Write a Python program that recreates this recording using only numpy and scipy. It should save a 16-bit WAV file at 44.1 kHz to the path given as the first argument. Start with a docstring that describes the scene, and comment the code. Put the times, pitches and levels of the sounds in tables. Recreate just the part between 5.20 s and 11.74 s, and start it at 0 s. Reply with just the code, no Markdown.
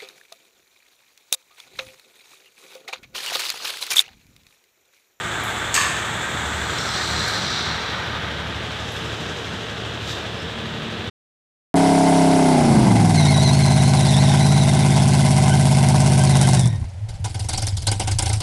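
"""A single-cylinder four-stroke scooter idles on a lift in a hard-walled workshop: pulses filtered by resonant bodies.
Early on something metal clanks once, as decaying modes; small things tick now and then, and a bright rasp swells and sinks.
The microphone then drifts round to the tail: whirr and flank hiss fade behind the exhaust beat, and a jet hiss swells.
Late come a soft swish, of shaped noise, and a swell of low tones locked to the engine's speed.
The sound is cut off abruptly shortly before the end."""
import sys
import numpy as np
from scipy import signal
from scipy.fft import rfft, irfft
from scipy.io import wavfile

SR = 44100
rng = np.random.default_rng(int(sys.argv[2]) if len(sys.argv) > 2 else 0)


def persist_wave(psi):
    """Save psi, clipped to +-1, as 16-bit WAV."""
    counts = np.round(np.clip(psi, -1, 1) * 32767).astype(np.int16)
    wavfile.write(sys.argv[1], SR, np.atleast_2d(counts).T)


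N = 288485
TIME = np.arange(N) / SR


def amp(db):
    """Level definition: amplitude ratio of a level in dB."""
    return 10 ** (np.asarray(db) / 20)


def unit(x):
    """Normalisation: scales a signal to rms 1."""
    return x / np.sqrt(np.mean(x ** 2) + 1e-20)


def curve(rows):
    """Linear interpolation: joins (t/s, value) rows by straight lines."""
    return np.interp(TIME, *np.transpose(rows))


def read(points, hz):
    """Logarithmic frequency scale: reads a spectrum between its points."""
    f, value = np.transpose(points)
    return np.interp(np.log(hz + 1e-3), np.log(f), value)


def add(mix, s, sound):
    """Superposition: adds a sound to the mix from time s on."""
    part = mix[round(s * SR):][:len(sound)]
    part += sound[:len(part)]


def drift(corner_hz, size=2048):
    """Low-pass random process: slow Gaussian fluctuation of rms 1."""
    hz = np.fft.rfftfreq(size, N / SR / size)
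    spectrum = rfft(rng.standard_normal(size)) * np.exp(-(hz / corner_hz) ** 2)
    return unit(np.interp(TIME, np.linspace(0, N / SR, size), irfft(spectrum)))


def swell(top_s, hold_s, rise_db_per_s, fall_db_per_s):
    """Exponential growth and decay: gain climbs to 1 at top_s, holds, and dies away."""
    before = np.maximum(top_s - TIME, 0)
    after = np.maximum(TIME - top_s - hold_s, 0)
    return amp(-rise_db_per_s * before - fall_db_per_s * after)


def body(db_at, size=16384):
    """Minimum-phase filtering: causal response, of energy 1, of a body whose gain in dB is db_at(Hz)."""
    hz = abs(np.fft.fftfreq(size, 1 / SR))
    log_gain = np.log(amp(np.maximum(db_at(hz), -100)))
    # The Hilbert transform of the log gain gives the phase.
    transfer = np.exp(np.conj(signal.hilbert(log_gain)))
    response = np.fft.ifft(transfer).real[:size // 2]
    return response / np.linalg.norm(response)


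def colour(x, spectrum):
    """Source-filter principle: passes x through a body with this spectrum; rms 1."""
    return unit(signal.oaconvolve(x, body(lambda hz: read(spectrum, hz)))[:N])


# Reverberation of the workshop: f/Hz, t60/s
REVERBERATION = [(200, 1), (2000, 0.82), (6500, .8), (11000, 0.78), (15500, 0.35)]


def workshop(x, wet_db):
    """Diffuse-field reverberation: direct sound plus dense reflections whose highest treble dies first."""
    hz, t, noise = signal.stft(rng.standard_normal(SR), SR, nperseg=256)
    decay = amp(-60 * t / read(REVERBERATION, hz)[:, None])
    tail = signal.istft(noise * decay, SR, nperseg=256)[1]
    response = amp(wet_db) * tail / np.linalg.norm(tail)
    response[0] += 1  # direct sound
    return signal.oaconvolve(x, response / np.linalg.norm(response))[:len(x)]


def flutter(x, delay_s=.0269, loss_db=-2.0, count=6):
    """Flutter echo: sound bounces to and fro between two parallel walls."""
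    out = np.zeros(N)
    for bounce in range(count):
        add(out, bounce * delay_s, amp(bounce * loss_db) * x)
    return out


# Microphone's way round the scooter: t/s, position (0 beside the engine to 1 behind the tail)
MICROPHONE_WAY = [(0, 0.008), (2.05, 0), (2.8, 0.16), (3.4, .57), (4.8, 0.86)]


def heard(beside_db, behind_db, reached=1):
    """Directivity and shading: a source's gain changes with position, fully at the share `reached` of the way."""
    way = np.minimum(curve(MICROPHONE_WAY) / reached, 1)
    return amp(beside_db + (behind_db - beside_db) * way)


def strokes(cycles, share, scatter_db):
    """Periodic impulse excitation: one impulse of uneven strength each time the cycle passes this point."""
    at = np.flatnonzero(np.diff(np.floor(cycles - share)) > 0)
    out = np.zeros(N)
    out[at] = amp(scatter_db * rng.standard_normal(len(at)))
    return out


def gusts(cycles, share, length, steady):
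    """Modulated flow noise: it surges at one point of each cycle and dies away over `length` of a cycle."""
    surge = np.exp(-((cycles - share) % 1) / length)
    return (steady + surge) * rng.standard_normal(N)


def burst(decay_s, size=4096):
    """Contact excitation: a brief decaying scrape of noise, of energy 1."""
    noise = rng.standard_normal(size) * np.exp(-TIME[:size] / decay_s)
    return noise / np.linalg.norm(noise)


# Light contacts: t/s, level/dB, centre f/Hz, width/octaves
LIGHT_CONTACTS = [(0.237, -9.5, 11000, 0.66), (1.5852, -1, 5590, .1), (1.6896, -6, 5081, .06),
                  (1.7692, -6, 5880, .08), (1.8736, -18.5, 9000, .6), (2.079, -12.5, 10000, 0.66),
                  (3.7194, -21, 11300, 0.16), (5.155, -18, 5200, 0.04), (5.1894, -14, 5200, 0.04)]


def ticks():
    """Band-limited impact: light contacts of small hard things about the shop each excite one resonance."""
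    out = np.zeros(N)
    for s, db, centre_hz, octaves in LIGHT_CONTACTS:
        resonance = lambda hz: -20 * np.log10(1 + (np.log2((hz + 1) / centre_hz) / octaves) ** 2)
        tick = signal.fftconvolve(burst(decay_s=0.0051), body(resonance, size=4096))
        add(out, s, amp(db) * tick)
    return workshop(out, wet_db=3.5)


# Soft rub, like a sole on the floor: f/Hz, relative level per hertz/dB
SWISH_SPECTRUM = [(1500, -25), (2900, -4), (3700, 10.5), (4500, 1), (6200, -1.5), (8000, -8.5), (9300, -17),
                  (12000, -19), (15500, -26)]


def swish(top_db=-32.5):
    """Friction noise: a short rub swells and fades, with the room's tail after it."""
    level = amp(top_db) * swell(top_s=4.885, hold_s=.035, rise_db_per_s=220, fall_db_per_s=600)
    return workshop(level * colour(rng.standard_normal(N), SWISH_SPECTRUM), wet_db=-2.0)


# Blows as the metal lands and rattles: t/s, level/dB, tilt/(dB per octave)
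METAL_BLOWS = [(0.5423, 11, 6), (0.551, 10.5, 2), (0.562, 11.5, -2), (0.577, 10, -12.5), (0.612, 6.5, -4),
               (0.643, 4.5, -7.5)]
# Crash of each blow before its tilt: f/Hz, relative level per hertz/dB
CRASH_SPECTRUM = [(400, -31.5), (850, -20), (1080, 0), (1400, -15), (1620, -5), (1780, 4), (1950, -3),
                  (2700, 1), (3300, -2.5), (5200, -4.5), (5800, -12), (6450, 2), (7100, -5), (8300, -1),
                  (9100, -17.5), (15500, -23)]
# Ringing modes of the metal: f/Hz, relative level/dB, t60/s
METAL_MODES = [(1050, -4, 0.88), (1160, -4, 0.88), (1720, -2, 0.73), (1750, -1, .9), (1775, 1, 0.88),
               (1835, -1.5, 0.93), (2680, -6, 0.56), (6325, -4, .6), (6340, -11, .6), (6530, -7, .7),
               (6585, -11, .6), (7250, -12, .6), (7865, -8, .6), (8195, -12, .6), (8441, -9, .4),
               (8390, -15, .5)]


def clank(ring_db=-24, swell_s=.014):
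    """Modal vibration: metal lands and rattles; its modes ring on while the room fills."""
    crash, ring, t = np.zeros(N), np.zeros(N), TIME[:SR]
    for s, db, tilt_db in METAL_BLOWS:
        octaves = lambda hz: np.log2(np.clip(hz, 1500, 7000) / 3500)
        response = body(lambda hz: read(CRASH_SPECTRUM, hz) + tilt_db * octaves(hz), size=4096)
        add(crash, s, amp(db) * signal.fftconvolve(burst(decay_s=0.006), response))
    modes = sum(amp(db - 60 * t / t60) * np.sin(2 * np.pi * hz * t) for hz, db, t60 in METAL_MODES)
    first_blow_s = METAL_BLOWS[0][0]
    add(ring, first_blow_s, modes * (1 - np.exp(-t / swell_s)))
    return workshop(crash, wet_db=0.5) + amp(ring_db) * ring


# Low tones: multiple of the firing rate, relative level/dB
DRONE_TONES = [(12.1, -5.5), (14.4, -11), (15.4, -5), (18.2, 0), (24.3, -12), (30.7, -9.5), (36.2, -12)]


def drone(cycles, waver=0.07, faint_db=-51, top_db=-36.5):
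    """Phase modulation: wavering low tones follow the engine's speed and swell near the end; waver in turns."""
    tones = sum(amp(db) * np.sin(2 * np.pi * (k * cycles + waver * drift(5.4))) for k, db in DRONE_TONES)
    rise = swell(top_s=5.39, hold_s=.32, rise_db_per_s=110, fall_db_per_s=25)
    return (amp(faint_db) + amp(top_db) * rise) * unit(tones)


# Knocks of valves and piston: share of the cycle, relative level/dB
ENGINE_KNOCKS = [(.2, 0.5), (.45, 3.5), (.58, -3.5), (.76, 0), (.9, -2.5)]


def rattle(cycles, knock_db, grain_db, grains_per_s=700):
    """Impact noise: regular knocks and loose chatter are blurred by the room, over a smooth pulsing rush."""
    knocks = sum(amp(db) * strokes(cycles + .004 * drift(9), share, scatter_db=2)
                 for share, db in ENGINE_KNOCKS)
    chatter = rng.standard_normal(N) * (rng.random(N) < grains_per_s / SR)
    impacts = unit(workshop(amp(knock_db) * unit(knocks) + unit(chatter), wet_db=1.5))
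    rush = unit(gusts(cycles, .45, length=0.34, steady=2.6))
    return amp(grain_db) * impacts + rush


# Grainy, bright rasp: f/Hz, relative level per hertz/dB
RASP_SPECTRUM = [(2500, -20.5), (3300, -11.5), (3750, 0), (4100, 3), (4550, -3.5), (5100, -7),
                 (5500, -10.5), (5850, -4.5), (6300, -13.5), (8000, -20), (11000, -40), (15500, -46)]


def rasp(cycles, faint_db=-34, top_db=-35.0, lower=0.97, sinks_s=2.13, sinking_s=.48):
    """Spectral crossfade: a bright rasp creeps in, bites harder, then its colour sinks a little as it fades."""
    grit = rattle(cycles, knock_db=-10, grain_db=5)
    sink = np.clip((TIME - sinks_s) / sinking_s, 0, 1)
    high = colour(grit, RASP_SPECTRUM)
    low = colour(grit, [(hz * lower, db) for hz, db in RASP_SPECTRUM])
    creep = amp(faint_db) * swell(top_s=1.62, hold_s=1.0, rise_db_per_s=33, fall_db_per_s=21)
    bite = amp(top_db) * swell(top_s=1.756, hold_s=0.65, rise_db_per_s=250, fall_db_per_s=110)
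    return (creep + bite) * ((1 - sink) * high + sink * low)


# Hiss from the engine's flank: f/Hz, relative level per hertz/dB
FLANK_SPECTRUM = [(1000, -45), (4000, -27), (5300, -14.5), (6500, -3.5), (7600, 1), (8200, -3), (9100, -15),
                  (10400, -19), (11600, -26), (12500, -21), (13700, -20.5), (15500, -25.5)]
# Hiss at the tail pipe: f/Hz, relative level per hertz/dB
JET_SPECTRUM = [(1000, -30), (2000, -13), (2700, 5), (3700, -6.5), (5200, 2.5), (6400, 0), (8100, -6),
                (9300, -15.5), (13000, -23), (15500, -29.5)]


def hiss(cycles, jet_db=-52, jet_top_db=-46.5):
    """Directivity of jet noise: flank hiss is soon hidden; a pulsing one swells as the pipe points at the microphone."""
    rush = unit(gusts(cycles, 0.48, length=.3, steady=1.5))
    fizz = unit(rattle(cycles, knock_db=-5, grain_db=-3.5) + amp(-2.5) * rush)
    flank = heard(beside_db=-38.5, behind_db=-60.5, reached=0.15) * colour(fizz, FLANK_SPECTRUM)
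    aim = swell(top_s=3.65, hold_s=0.39, rise_db_per_s=32, fall_db_per_s=11.0)
    jet = colour(gusts(cycles, 0.53, length=.25, steady=1.2), JET_SPECTRUM)
    return flank + (amp(jet_db) + amp(jet_top_db) * aim) * jet


# Engine clatter heard from all sides: f/Hz, relative level per hertz/dB
CLATTER_SPECTRUM = [(150, -13), (330, 1), (620, 0), (800, -2.5), (1100, -4), (1750, -2.5), (2150, -7),
                    (2600, -4), (3100, -1), (3800, -3), (4600, -15), (7800, -31.5), (9500, -34),
                    (15500, -48.5)]
# Whirr of the transmission case: f/Hz, relative level per hertz/dB
WHIRR_SPECTRUM = [(400, -12.5), (690, -8.5), (900, -4.5), (1040, -6), (1250, -1), (1370, -3), (1520, 0.5),
                  (1900, -3.5), (2300, -6), (2800, -20), (3200, -13), (3470, -4.5), (3800, -15),
                  (4800, -29), (9000, -42.5)]


def machinery(cycles):
    """Structure-borne radiation: the head clatters evenly all round; the bodywork shades the transmission's whirr."""
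    clatter = amp(-32) * colour(rattle(cycles, knock_db=-3.5, grain_db=2.0), CLATTER_SPECTRUM)
    whirr = colour(rattle(cycles, knock_db=-9.0, grain_db=1.5), WHIRR_SPECTRUM)
    return clatter + heard(beside_db=-27.5, behind_db=-41.5) * whirr


# Tones the beat keeps up in the room: multiple of the firing rate, relative level/dB
HUM_TONES = [(4, -3.5), (5, -3), (7, -3.5), (8, -5), (13, 3), (16, 2), (19, 0.5)]
# Booms of the room on the sixth multiple: start t/s, length t/s, level/dB
ROOM_BOOMS = [(1.25, 0.19, -34), (1.9, .08, -38), (3.06, 0.87, -38.5)]


def hum(cycles, opens, sixth_db=-52, ninth_db=-44.5, hum_db=-42, waver=0.044, ninth_waver=0.081, wander_db=3):
    """Forced room resonance: low tones ring on multiples of the firing rate; the ninth wanders, the sixth booms."""
    def tone(k, turns):
        return np.sqrt(2) * np.cos(2 * np.pi * (k * (cycles - opens) + turns * drift(3)))

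    booms = sum(amp(db) * swell(s, length, rise_db_per_s=95, fall_db_per_s=60) for s, length, db in ROOM_BOOMS)
    sixth = np.maximum(amp(sixth_db), booms) * tone(6, waver)
    ninth = amp(ninth_db + wander_db * drift(4.9)) * tone(9, ninth_waver)
    others = unit(sum(amp(db) * tone(k, waver) for k, db in HUM_TONES))
    return sixth + ninth + amp(hum_db) * others


# Level of thump and puff together, before their own gains: t/s, level/dB
EXHAUST_GAIN = [(.7, -35), (1.5, -30.5), (4.6, -33), (5.9, -32.5)]
# Exhaust thump: f/Hz, relative level per hertz/dB
THUMP_SPECTRUM = [(20, -55), (37, -25), (50, -9.5), (62, -8.5), (78, 4.5), (100, 2), (115, -1.5),
                  (135, -2.5), (160, -6), (200, -8), (260, -21.5), (500, -38), (4000, -82)]
# Gas rushing from the silencer: f/Hz, relative level per hertz/dB
PUFF_SPECTRUM = [(20, -45), (32, -35), (45, -16), (58, -12.5), (78, 2), (110, 2), (135, 1), (165, 1.5),
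                 (205, -2.5), (270, -7), (450, -11), (800, -20.5), (2000, -36.5), (8000, -78.5)]
# Hollow note of the tail pipe, heard from behind: f/Hz, relative level per hertz/dB
PIPE_SPECTRUM = [(250, -46.5), (400, -10), (450, 3), (500, -10), (580, -14), (630, -6), (700, -21),
                 (1500, -55.5), (4000, -79.5)]
# The few firings that puff much harder: t/s, extra level/dB
HARD_FIRINGS = [(1.14, 9.5), (2.13, 6), (2.21, 6.5), (4.0, 6), (4.1, 7), (4.33, 6.5), (5.24, 6)]


def exhaust(cycles, opens=.59, thump_db=-8, puff_db=-5, surge_s=0.027, uneven_db=1.5):
    """Pulsed monopole radiation: each valve opening thumps the silencer and lets out a puff; some puff harder."""
    surge = amp(uneven_db * drift(9))
    for s, db in HARD_FIRINGS:
        add(surge, s, (amp(db) - 1) * np.exp(-(TIME[:SR] / surge_s) ** 2))
    thump = colour(flutter(strokes(cycles, opens, scatter_db=3.5)), THUMP_SPECTRUM)
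    puff = colour(surge * gusts(cycles, opens, length=.35, steady=2.2), PUFF_SPECTRUM)
    beat = amp(curve(EXHAUST_GAIN)) * (amp(thump_db) * thump + amp(puff_db) * puff)
    pipe = colour(gusts(cycles, opens, length=0.61, steady=1.5), PIPE_SPECTRUM)
    pipe = heard(beside_db=-52.5, behind_db=-43.0, reached=.6) * pipe
    return beat + pipe + hum(cycles, opens)


# Engine speed: t/s, firing rate f/Hz
FIRING_RATE = [(0, 12.31), (.6, 12.32), (2.05, 12.39), (2.85, 12.55), (3.6, 12.2), (4.25, 12.27),
               (4.75, 12.41), (5.9, 12.3)]


def scene():
    """Phase as the integral of frequency: one running cycle count drives every engine sound."""
    cycles = np.cumsum(curve(FIRING_RATE)) / SR
    shop = ticks() + swish() + clank()
    engine = drone(cycles) + rasp(cycles) + hiss(cycles) + machinery(cycles) + exhaust(cycles)
    mono = shop + engine
    return np.array([mono, mono])


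def record(dry, low_cut_hz=42, stop_s=5.9, fade_s=.009, edge_hz=15600):
    """Band limitation: the microphone drops the deepest bass, the sound is cut off, then the treble is limited."""
    lean = signal.sosfilt(signal.butter(4, low_cut_hz, "high", fs=SR, output="sos"), dry)
    cut = lean * np.clip((stop_s - TIME) / fade_s, 0, 1)
    low_pass = signal.firwin(511, edge_hz, window=("kaiser", 9), fs=SR)
    return signal.oaconvolve(cut, low_pass[None], "same")


dry = scene()
out = record(dry)
persist_wave(out)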